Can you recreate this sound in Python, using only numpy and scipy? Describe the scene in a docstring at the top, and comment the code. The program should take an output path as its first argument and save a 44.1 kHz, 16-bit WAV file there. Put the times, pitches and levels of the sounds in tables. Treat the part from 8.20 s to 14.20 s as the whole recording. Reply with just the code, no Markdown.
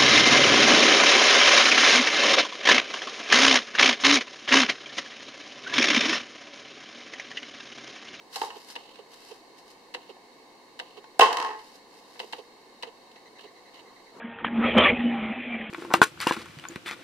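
"""Faint fan-like air, hiss, hum and thin electrical whine run throughout a small, quiet room.
From 0.16 s hands slide a foam tray out of a plastic cover: grainy noise, taps, and cracks with ringing modes.
From 0.22 s a close mechanism, likely the camera's focus drive, clicks, whirs (fluttering noise) and bumps.
At 3 s the cover drops, flexes and puffs out air, then rocks to rest in shrinking, weakening contacts.
From 4.95 s the focus hunts in short rough whines; near 5.7 s the grip shifts dully on a steel shaft."""
import sys
import numpy as np
from scipy import signal
from scipy.fft import rfft, irfft
from scipy.io import wavfile
from scipy.ndimage import uniform_filter1d

SR = 44100
rng = np.random.default_rng(int(sys.argv[2]) if len(sys.argv) > 2 else 0)


def file_out(sig):
    """Save sig as 16-bit WAV at sys.argv[1]."""
    # one column per channel
    cols = np.atleast_2d(sig).T
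    # limit, then scale
    lim = np.clip(cols, -1, 1)
    pcm = np.round(lim * 32767).astype(np.int16)
    wavfile.write(sys.argv[1], SR, pcm)


N = 264600
TIME_S = np.arange(N) / SR
HIT_SIZE = 8192  # samples
HIT_TIME_S = np.arange(HIT_SIZE) / SR


def amp(db):
    """Decibels to gain."""
    return 10 ** (np.asarray(db) / 20)


def unit(x):
    """Scales to an rms of one."""
    return x / np.sqrt(np.mean(x ** 2) + 1e-20)


def read(points, hz):
    """Reads a table on a log-frequency axis."""
    point_hz, value = np.transpose(points)
    return np.interp(np.log(hz + 1), np.log(point_hz + 1), value)


def pan(right_db):
    """Gains of the two channels; right_db is right minus left."""
    return amp(np.array([[-right_db], [right_db]]) / 2)


def add(mix, start_s, sound):
    """Mixes a sound in at start_s."""
    part = mix[:, max(round(start_s * SR), 0):][:, :sound.shape[-1]]
    part += sound[..., :part.shape[1]]


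def bass_cut(x, hz, order=4):
    """Small, light parts radiate almost no bass."""
    return signal.sosfilt(signal.butter(order, hz, "highpass", fs=SR, output="sos"), x)


def slow_wobble(size, window):
    """Smoothed unit-rms noise that drives uneven motion."""
    return unit(uniform_filter1d(rng.standard_normal(size), size=window))


def dying(t_s, t60_s):
    """A decay of 60 dB in t60_s."""
    return np.exp(-np.log(1000) * np.maximum(t_s, 0) / np.maximum(t60_s, 1e-3))


# left-right likeness of noise: pitch_hz, likeness_share
LIKENESS = [(40, 0.32), (130, 1), (600, 0.85), (1000, 0.78), (1700, 0.093), (3000, 0.23), (7000, 0.027)]


def noise(spectrum, size, tilt_db=0, likeness=1):
    """Two channels of coloured noise, more alike in the bass than in the treble; tilt in dB per octave."""
    hz = np.fft.rfftfreq(size, 1 / SR)
    left, other = np.exp(2j * np.pi * rng.random((2, len(hz))))
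    same = np.clip(likeness * read(LIKENESS, hz), 0, 1)
    right = same * left + np.sqrt(1 - same ** 2) * other
    octaves = np.log2(np.clip(hz, 500, 8000) / 1000)
    gain = amp(read(spectrum, hz) + tilt_db * octaves)
    return unit(irfft(np.array([left, right]) * gain, size))


def burst(spectrum, t60_s, tilt_db=0, likeness=1, bass_hold=0.21):
    """A contact: dense vibration with a very fast onset; its treble dies sooner than its bass."""
    hz, t_s, bands = signal.stft(noise(spectrum, HIT_SIZE, tilt_db, likeness), SR, nperseg=128)
    band_t60_s = t60_s * ((hz[:, None] + 300) / 1500) ** -bass_hold
    x = signal.istft(bands * dying(t_s, band_t60_s), SR, nperseg=128)[1]
    t_s = np.arange(x.shape[1]) / SR
    x = x * (1 - np.exp(-t_s / 0.00026))
    return x * np.linalg.norm(dying(t_s, t60_s)) / np.linalg.norm(x)


# echo decay: pitch_hz, t60_s
ROOM_DECAY = [(100, 0.4), (400, 0.44), (1000, 0.42), (3000, .36), (8000, 0.44), (15000, .17)]


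def room(x):
    """Diffuse echoes from nearby walls, each band dying at its own speed."""
    hz, t_s, bands = signal.stft(noise([(20, 0), (20000, 0)], size=32768), SR, nperseg=256)
    tail = signal.istft(bands * dying(t_s, read(ROOM_DECAY, hz)[:, None]), SR, nperseg=256)[1]
    tail = tail * np.clip(np.arange(tail.shape[1]) / SR / 0.01, 0, 1) ** 2
    return signal.fftconvolve(x, tail / np.linalg.norm(tail[0]), axes=1)[:, :N]


# air and hiss spectrum: pitch_hz, relative_level_db_per_hz
FLOOR_SPECTRUM = [(25, -13.5), (100, -24), (170, -9.5), (240, -1), (470, 2.5), (700, -1), (1070, 0),
                  (1300, -13.5), (2100, -10.5), (3000, -13.5), (4200, -12), (5400, -17), (10000, -25.5),
                  (15000, -33)]
FLOOR_DB, HUM_HZ, HUM_RMS_DB = -53.5, 122, -82.5


def room_tone():
    """Steady fan-like air and hiss as coloured noise, plus a trace of mains hum as a sine."""
    air = amp(FLOOR_DB) * pan(0.3) * noise(FLOOR_SPECTRUM, N, likeness=0.86)
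    return air + amp(HUM_RMS_DB) * np.sqrt(2) * np.sin(2 * np.pi * HUM_HZ * TIME_S)


# electrical whine bands: pitch_hz, width_hz, level_db, right_minus_left_db
WHINE_BANDS = [(1780, 70, -73.5, 3.5), (2215, 150, -69, 11.5), (3782, 34, -75, -12), (4206, 41, -69, 1.5),
               (4510, 65, -71, 2)]


def whine():
    """Thin bands of hiss from nearby electronics, unrelated at the two microphones."""
    hz = np.fft.rfftfreq(N, 1 / SR)
    white = np.exp(2j * np.pi * rng.random((2, len(hz))))
    out = np.zeros((2, N))
    for band_hz, width_hz, db, right_db in WHINE_BANDS:
        band = irfft(white / (1 + ((hz - band_hz) / width_hz) ** 2), N)
        out += amp(db) * pan(right_db) * unit(band)
    return out


SPEED_UP_SHARE = 0.59  # share of a stroke spent gathering speed


def strokes(rows):
    """Loudness of rubbing: each stroke gathers speed and slows again in a bell shape."""
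    share = np.where(TIME_S < np.array(rows)[:, :1], SPEED_UP_SHARE, 1 - SPEED_UP_SHARE)
    bells = zip(rows, share)
    return sum(amp(db) * np.exp(-((TIME_S - peak_s) / (length_s * part)) ** 2)
               for (peak_s, length_s, db), part in bells)


# foam and skin on plastic: pitch_hz, relative_level_db_per_hz
RUB_SPECTRUM = [(150, -27), (400, -12), (900, -0.5), (1800, 0.5), (3000, 4), (4800, 5), (7500, -5.5),
                (13000, -8.5), (16000, -32)]


def crackle(snaps_per_s=450, spread_db=5, kinds=6):
    """Foam cells catch and let go: tiny snaps, a few of them large."""
    size_db = spread_db * np.minimum(rng.exponential(size=N), 2.8)
    snaps = (rng.random(N) < snaps_per_s / SR) * amp(size_db)
    kind = rng.integers(0, kinds, N)
    out = np.zeros((2, N))
    for k in range(kinds):
        snap = burst(RUB_SPECTRUM, 0.023, bass_hold=0.3)
        out += signal.oaconvolve((snaps * (kind == k))[None], snap, axes=1)[:, :N]
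    return unit(out)


# foam and skin strokes: peak_speed_s, length_s, level_db
SLIDE_STROKES = [(.162, 0.056, -41.5), (.235, 0.093, -46), (.40, 0.15, -56.5), (.51, 0.063, -48),
                 (.935, 0.044, -58.5), (1.08, 0.23, -56), (1.39, 0.035, -56), (1.505, .07, -58),
                 (3.46, 0.18, -59.5), (3.558, 0.048, -58.5), (3.77, 0.13, -65.5), (4.06, 0.39, -59.5)]
# finger and shaft taps: start_s, level_db, brightness_db_per_octave
LIGHT_TAPS = [(.250, -45, 26), (.757, -42, 3), (1.965, -44, -10), (3.391, -42.5, 3), (3.957, -42.5, -5),
              (4.915, -47, 4), (4.958, -43.5, -1)]
# hard contact, for taps and focus clicks: pitch_hz, relative_level_db_per_hz
CLICK_SPECTRUM = [(100, -56), (250, -10.5), (480, -7), (900, 4), (1300, -6.5), (2000, -1.5), (2900, 1),
                  (4200, -4), (6000, -18.5), (10000, -26), (14000, -38)]
# grip shifts on the shaft: peak_speed_s, length_s, level_db
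GRIP_SHIFTS = [(5.68, 0.3, -59.5), (5.98, 0.082, -49)]
# dull rub on shaft and rubber boot: pitch_hz, relative_level_db_per_hz
GRIP_SPECTRUM = [(40, -27), (130, -9), (350, 3), (700, 1), (1100, 2), (1800, -13), (4000, -24), (7000, -23),
                 (14000, -43)]


def hands(grain_db=2, wet_db=-9, tap_t60_s=0.057, grip_grain_db=1.0):
    """Grainy noise and snaps for sliding, single bursts for taps, slower dull noise for the grip."""
    rub = unit(noise(RUB_SPECTRUM, N) * amp(grain_db * slow_wobble(N, 90)))
    out = (rub + crackle()) * strokes(SLIDE_STROKES)
    slips = slow_wobble(N, 400)  # skin sticks and slips more slowly than foam
    out += unit(noise(GRIP_SPECTRUM, N) * amp(grip_grain_db * slips)) * strokes(GRIP_SHIFTS)
    for start_s, db, tilt_db in LIGHT_TAPS:
        add(out, start_s, amp(db) * bass_cut(burst(CLICK_SPECTRUM, tap_t60_s, tilt_db), hz=180))
    return out + amp(wet_db) * room(out)


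# sheet crack: pitch_hz, relative_level_db_per_hz
CRACK_SPECTRUM = [(30, -23), (120, -75), (230, -27), (430, -8.5), (800, -3.5), (1050, -0.5), (1250, -5),
                  (1900, -5), (3000, -5), (4500, -10), (7500, -22), (13000, -31), (16000, -46.5)]


def on_spot(spot_hz, lift_db=7, octaves=0.16):
    """The crack spectrum, raised round the pitch of the spot that is struck."""
    hz = np.geomspace(20, 20000, 120)
    lift = lift_db * np.exp(-(np.log2(hz / spot_hz) / octaves) ** 2)
    return np.transpose([hz, read(CRACK_SPECTRUM, hz) + lift])


def from_right(x, delay_s=.00005):
    """Sound from the right reaches the left microphone late and with less treble."""
    hz = np.fft.rfftfreq(N, 1 / SR)
    shadow_db = -3 * hz ** 2 / (hz ** 2 + 1800 ** 2)
    left = irfft(rfft(x[0]) * amp(shadow_db) * np.exp(-2j * np.pi * hz * delay_s), N)
    return np.array([left, x[1]])


# blows on the cover: start_s, level_db, brightness_db_per_octave, spot_hz, crack_t60_s
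COVER_BLOWS = [(0.1583, -23, 7.5, 4130, .04), (.162, -30, -4, 845, 0.097), (0.2162, -18.5, -1, 1010, .028),
               (.234, -28, -5.5, 980, 0.066), (0.304, -31, 0, 2840, 0.037), (2.842, -39.5, 0.5, 944, .035),
               (2.9923, -21, 19, 3770, 0.046), (2.995, -5.5, 0, 870, 0.041),
               (3.0083, -8.5, 1.5, 2960, 0.037), (3.0122, -7.5, -1.5, 3050, 0.11),
               (3.021, -12, -3.5, 950, .1), (3.029, -15, -2, 980, 0.14), (3.058, -18, -5, 990, 0.094),
               (3.105, -23, -4.5, 997, 0.14)]
# modes of the cover: pitch_hz, level_db, t60_s
COVER_MODES = [(244, -23, 0.11), (445.6, -1.5, 0.086), (525, -17, 0.083), (728, -17, 0.15),
               (749, 3.5, 0.062), (820, -8, 0.04), (876, 4.5, 0.11), (954, 2, 0.23), (1074, -0.5, 0.16),
               (1110, -21.5, .06), (1280, -9, 0.078), (1634, -8, 0.11), (1791, -2, 0.058),
               (1952, -1.5, 0.081), (2540, -17.5, 0.026), (2820, -17, 0.064), (3120, -19.5, 0.065)]
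# until let go, the hand damps the cover and holds it near the microphones
LET_GO_S = 2.9
HELD_RING_DB, HELD_ROOM_DB, FREE_RING_DB, FREE_ROOM_DB = -27, -10.5, -21.5, -7
RING_GROWTH = 0.67  # dB of ringing per dB of blow: hard blows go mostly into the crack


def cover(right_db=-0.1, port_delay_s=.0001, mode_scatter_db=2, flex_wet_db=-12):
    """Each blow cracks the thin sheet and rings its modes, in a new mix for each blow; panels flex too."""
    direct, to_room = np.zeros((2, 2, N))
    t_s = HIT_TIME_S
    hz, mode_db, t60_s = np.transpose(COVER_MODES)[:, :, None]
    sign = (-1) ** np.arange(len(hz))[:, None]  # neighbouring modes swing in opposite directions
    envelope = sign * dying(t_s, t60_s) * (1 - np.exp(-t_s / 0.00034))
    modes = np.array([envelope * np.sin(2 * np.pi * hz * (t_s - lag_s)) for lag_s in (port_delay_s, 0)])
    for start_s, db, tilt_db, spot_hz, crack_t60_s in COVER_BLOWS + rocking():
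        held = start_s < LET_GO_S
        ring_db, wet_db = (HELD_RING_DB, HELD_ROOM_DB) if held else (FREE_RING_DB, FREE_ROOM_DB)
        mix_db = mode_db + mode_scatter_db * rng.standard_normal(hz.shape)
        ring = (modes * amp(mix_db)).sum(1)
        crack = burst(on_spot(spot_hz), crack_t60_s, tilt_db)
        blow = amp(db) * crack + amp(ring_db + RING_GROWTH * db) * ring
        add(direct, start_s, blow)
        add(to_room, start_s, amp(wet_db) * blow)
    panels = flexes()
    wet = room(to_room + amp(flex_wet_db) * panels)
    return pan(right_db) * bass_cut(from_right(direct + panels + wet), hz=207)


# panels flexing around the time of some blows: start_s, pitch_hz, level_db, full_swing_s
PANEL_FLEXES = [(0.2151, 900, -18.5, 0.0032), (.230, 818, -29.5, 0.008), (2.9933, 738, -5.5, 0.0028),
                (3.0078, 2630, -9.5, 0.0039), (3.0093, 2980, -13, 0.0054), (3.015, 1074, -8.5, 0.012)]
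# each panel drags the whole shell along, lower and more slowly
SHELL_HZ, SHELL_DB, SHELL_SLOWER = 442.7, -10.5, 1.15
# rocking contacts flex a panel too; dB relative to the contact, scatter as a share of pitch
ROCK_FLEX_DB, ROCK_SWELL_S, ROCK_PITCH_SCATTER = -4, .0022, .1


def flexes(port_delay_s=.0001):
    """A whole panel swings up and settles as a swelling sine, and the shell follows."""
    out = np.zeros((2, N))
    t_s = HIT_TIME_S
    lagged_s = t_s - np.array([[port_delay_s], [0]])
    rocks = []
    for start_s, db, _, spot_hz, _ in rocking():
        panel_hz = spot_hz * (1 + ROCK_PITCH_SCATTER * rng.standard_normal())
        rocks.append((start_s, panel_hz, db + ROCK_FLEX_DB, ROCK_SWELL_S))
    for start_s, panel_hz, panel_db, panel_swell_s in PANEL_FLEXES + rocks:
        panel = (panel_hz, panel_db, panel_swell_s)
        shell = (SHELL_HZ, panel_db + SHELL_DB, panel_swell_s * SHELL_SLOWER)
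        for hz, db, swell_s in (panel, shell):
            swing = (t_s / swell_s * np.exp(1 - t_s / swell_s)) ** 3
            add(out, start_s, amp(db) * swing * np.sin(2 * np.pi * hz * lagged_s))
    return out


# modes of the drive housing: pitch_hz, level_db, t60_s
HOUSING_MODES = [(495, -17, 0.12), (674, -14, 0.027), (950, -7, 0.032), (1720, -5, 0.012),
                 (1998, -10.5, 0.035), (2816, -1.5, .022), (2890, -4, 0.026), (4200, -7, 0.009),
                 (4600, -22, 0.0092)]


def focus_click(lead_s=.007, scrape_db=-9, snap_db=-2.5, t60_s=0.036, ring_db=-1, after_db=-16,
                right_db=0.8, port_delay_s=0.00013):
    """The drive scrapes for a moment, snaps free and rings the housing; returns lead_s and the sound."""
    out = np.zeros((2, SR // 4))
    add(out, 0, amp(scrape_db) * burst(CLICK_SPECTRUM, 0.091, tilt_db=4.0, likeness=0.28))
    snap = amp(snap_db) * burst(CLICK_SPECTRUM, t60_s, likeness=0.22, bass_hold=0.27)
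    after = amp(after_db) * burst(CLICK_SPECTRUM, 0.21, tilt_db=-5.0, likeness=0.14)
    add(out, lead_s, snap + after)
    since_s = np.maximum(HIT_TIME_S - np.array([[port_delay_s], [0]]), 0)
    for k, (hz, db, mode_t60_s) in enumerate(HOUSING_MODES):
        gain = (-1) ** k * amp(ring_db + db + 2 * rng.standard_normal((2, 1)))
        envelope = dying(since_s, mode_t60_s) * (1 - np.exp(-since_s / 0.00047))
        add(out, lead_s, gain * np.sin(2 * np.pi * hz * since_s) * envelope)
    return lead_s, pan(right_db) * bass_cut(out, hz=176)


# drive whir and gear buzz: pitch_hz, relative_level_db_per_hz
WHIR_SPECTRUM = [(200, -27), (450, -1), (1000, -1), (1600, -15.5), (2500, -4.5), (2850, 2), (3400, -3.5),
                 (4400, -4), (5200, -15), (14000, -30.5)]
BUMP_FROM_HZ, BUMP_TO_HZ, BUMP_WOBBLE = 490, 385, .085  # wobble: rms share of pitch


def focus_bump(length_s=.03, buzz_db=-5, buzz_peak_s=0.0086, right_db=10):
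    """Braking: the gears buzz briefly, while the housing shudders in a sinking, uneven tone."""
    size = int(length_s * SR)
    uneven = slow_wobble(size, 160)
    hz = np.geomspace(BUMP_FROM_HZ, BUMP_TO_HZ, size) * (1 + BUMP_WOBBLE * uneven)
    shudder = np.sin(2 * np.pi * np.cumsum(hz) / SR) * signal.windows.tukey(size, .7) * amp(uneven - 2.0)
    u = np.arange(size) / SR / buzz_peak_s
    buzz = amp(buzz_db) * noise(WHIR_SPECTRUM, size, tilt_db=-2.5) * u * np.exp(1 - u)
    return pan(right_db) * shudder + pan(3.8) * buzz


# focus moves: start_s, click_db, stop_s, bump_db, whir_db
FOCUS_MOVES = [(.218, -50, .352, -40.5, -55), (.561, -24.5, .784, -43, -54),
               (0.932, -44.5, 1.106, -41, -65), (1.747, -22.5, 1.890, -40, -58),
               (2.598, -23.5, 2.768, -40, -56.5), (4.000, -23, 4.028, -41.5, -51.5),
               (4.132, -23.5, 4.181, -40, -52.5), (4.632, -23, 4.668, -42, -54),
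               (5.193, -39, 5.238, -43, -52.5), (5.535, -50, 5.605, -60, -52.5)]


def focus_drive(flutter_db=2.5):
    """Click, a thin fluttering noise whir while the lens travels, and a bump."""
    out = np.zeros((2, N))
    for start_s, click_db, stop_s, bump_db, whir_db in FOCUS_MOVES:
        lead_s, click = focus_click()
        add(out, start_s - lead_s, amp(click_db) * click)
        size = max(int((stop_s - start_s + .012) * SR), 256)
        level_db = whir_db + np.linspace(2, -3, size) + flutter_db * slow_wobble(size, 300)
        whir = pan(3.0) * noise(WHIR_SPECTRUM, size) * signal.windows.tukey(size, .2)
        add(out, start_s, amp(level_db) * whir)
        add(out, stop_s, amp(bump_db) * focus_bump())
    return out


def air_puff(start_s=2.997, db=-58, swell_s=0.018):
    """The falling sheet pushes out a faint, deep puff of air: swelling low noise."""
    out = np.zeros((2, N))
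    u = HIT_TIME_S / swell_s
    deep = noise([(15, -4), (70, 3), (110, -5), (300, -50), (16000, -90)], HIT_SIZE)
    add(out, start_s, amp(db) * deep * u * np.exp(1 - u))
    return out


# gaps shrink toward the last one; the far edge slaps down after each contact
ROCK_START_S, ROCK_FIRST_GAP_S, ROCK_LAST_GAP_S, ROCK_SHRINK = 3.128, .042, .0205, .45
FAR_EDGE_S, FAR_EDGE_DB, FAR_EDGE_BRIGHT_DB_PER_OCTAVE = .014, -5.5, -2  # delay and level after the contact
# level peaks ROCK_PEAK_S after the start, then loses ROCK_FADE_DB in ROCK_FADE_S, slowly at first
ROCK_PEAK_S, ROCK_DB, ROCK_FADE_DB, ROCK_FADE_S, ROCK_FADE_POWER = .036, -18, -14.5, .15, 1.77
ROCK_BRIGHT_DB_PER_OCTAVE, ROCK_DULLING_PER_S = 3, -31  # first brightness, and its change
ROCK_SPOT_HZ, ROCK_T60_S = 980, .034


def rocking(count=9):
    """Contacts of the cover as it rocks to rest, as rows like those of COVER_BLOWS."""
    gaps_s = ROCK_LAST_GAP_S + (ROCK_FIRST_GAP_S - ROCK_LAST_GAP_S) * ROCK_SHRINK ** np.arange(count)
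    rows = []
    for age_s in np.cumsum(gaps_s) - gaps_s:
        start_s = ROCK_START_S + age_s
        db = ROCK_DB + ROCK_FADE_DB * (abs(age_s - ROCK_PEAK_S) / ROCK_FADE_S) ** ROCK_FADE_POWER
        bright_db = ROCK_BRIGHT_DB_PER_OCTAVE + ROCK_DULLING_PER_S * age_s
        rows.append((start_s, db, bright_db, ROCK_SPOT_HZ, ROCK_T60_S))
        rows.append((start_s + FAR_EDGE_S, db + FAR_EDGE_DB, FAR_EDGE_BRIGHT_DB_PER_OCTAVE,
                     ROCK_SPOT_HZ, ROCK_T60_S))
    return rows


HUNT_START_S, HUNT_EVERY_S = 4.951, .1
HUNT_FIRST_LENGTH_S, HUNT_LAST_LENGTH_S, HUNT_FIRST_DB, HUNT_LAST_DB = 0.038, .07, -55, -59.5


def focus_nudges(step_hz=2010, width_hz=170, fall_db=-3.5, right_db=2.0, count=10):
    """Motor runs at a steady beat, ever longer and weaker: noise on four multiples of the step rate."""
    hz = np.arange(100, 10000, 20)
    lines = sum(amp(fall_db * (k - 1) ** 2.1) / (1 + ((hz - k * step_hz) / width_hz) ** 2) for k in range(1, 5))
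    spectrum = np.transpose([hz, 20 * np.log10(lines)])
    out = np.zeros((2, N))
    runs = np.linspace((HUNT_FIRST_LENGTH_S, HUNT_FIRST_DB), (HUNT_LAST_LENGTH_S, HUNT_LAST_DB), count)
    for k, (length_s, db) in enumerate(runs):
        size = int(length_s * SR)
        run = noise(spectrum, size) * signal.windows.tukey(size, .5)
        add(out, HUNT_START_S + k * HUNT_EVERY_S, amp(db) * run)
    return pan(right_db) * out


def scene():
    """All sources at the two microphones."""
    return room_tone() + whine() + hands() + cover() + focus_drive() + air_puff() + focus_nudges()


# dips cut by the camera body round the microphones: pitch_hz, width_hz, level_db
BODY_DIPS = [(607, 42, -9), (1372, 96, -5), (2382, 120, -12.5), (3432, 178, -8)]
EDGE_HZ = 15800


def record(dry):
    """The hollow, causal (minimum-phase) colour of the microphone ports; then the band limit."""
    hz = abs(np.fft.fftfreq(4096, 1 / SR))
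    dips_db = sum(db * np.exp(-((hz - dip_hz) / width_hz) ** 2) for dip_hz, width_hz, db in BODY_DIPS)
    log_gain = np.log(amp(dips_db))
    ports = np.fft.ifft(np.exp(np.conj(signal.hilbert(log_gain)))).real
    coloured = signal.oaconvolve(dry, ports[None], axes=1)[:, :N]
    band_limit = signal.firwin(401, EDGE_HZ, window=("kaiser", 9), fs=SR)
    return signal.oaconvolve(coloured, band_limit[None], "same")


dry = scene()
out = record(dry)
file_out(out)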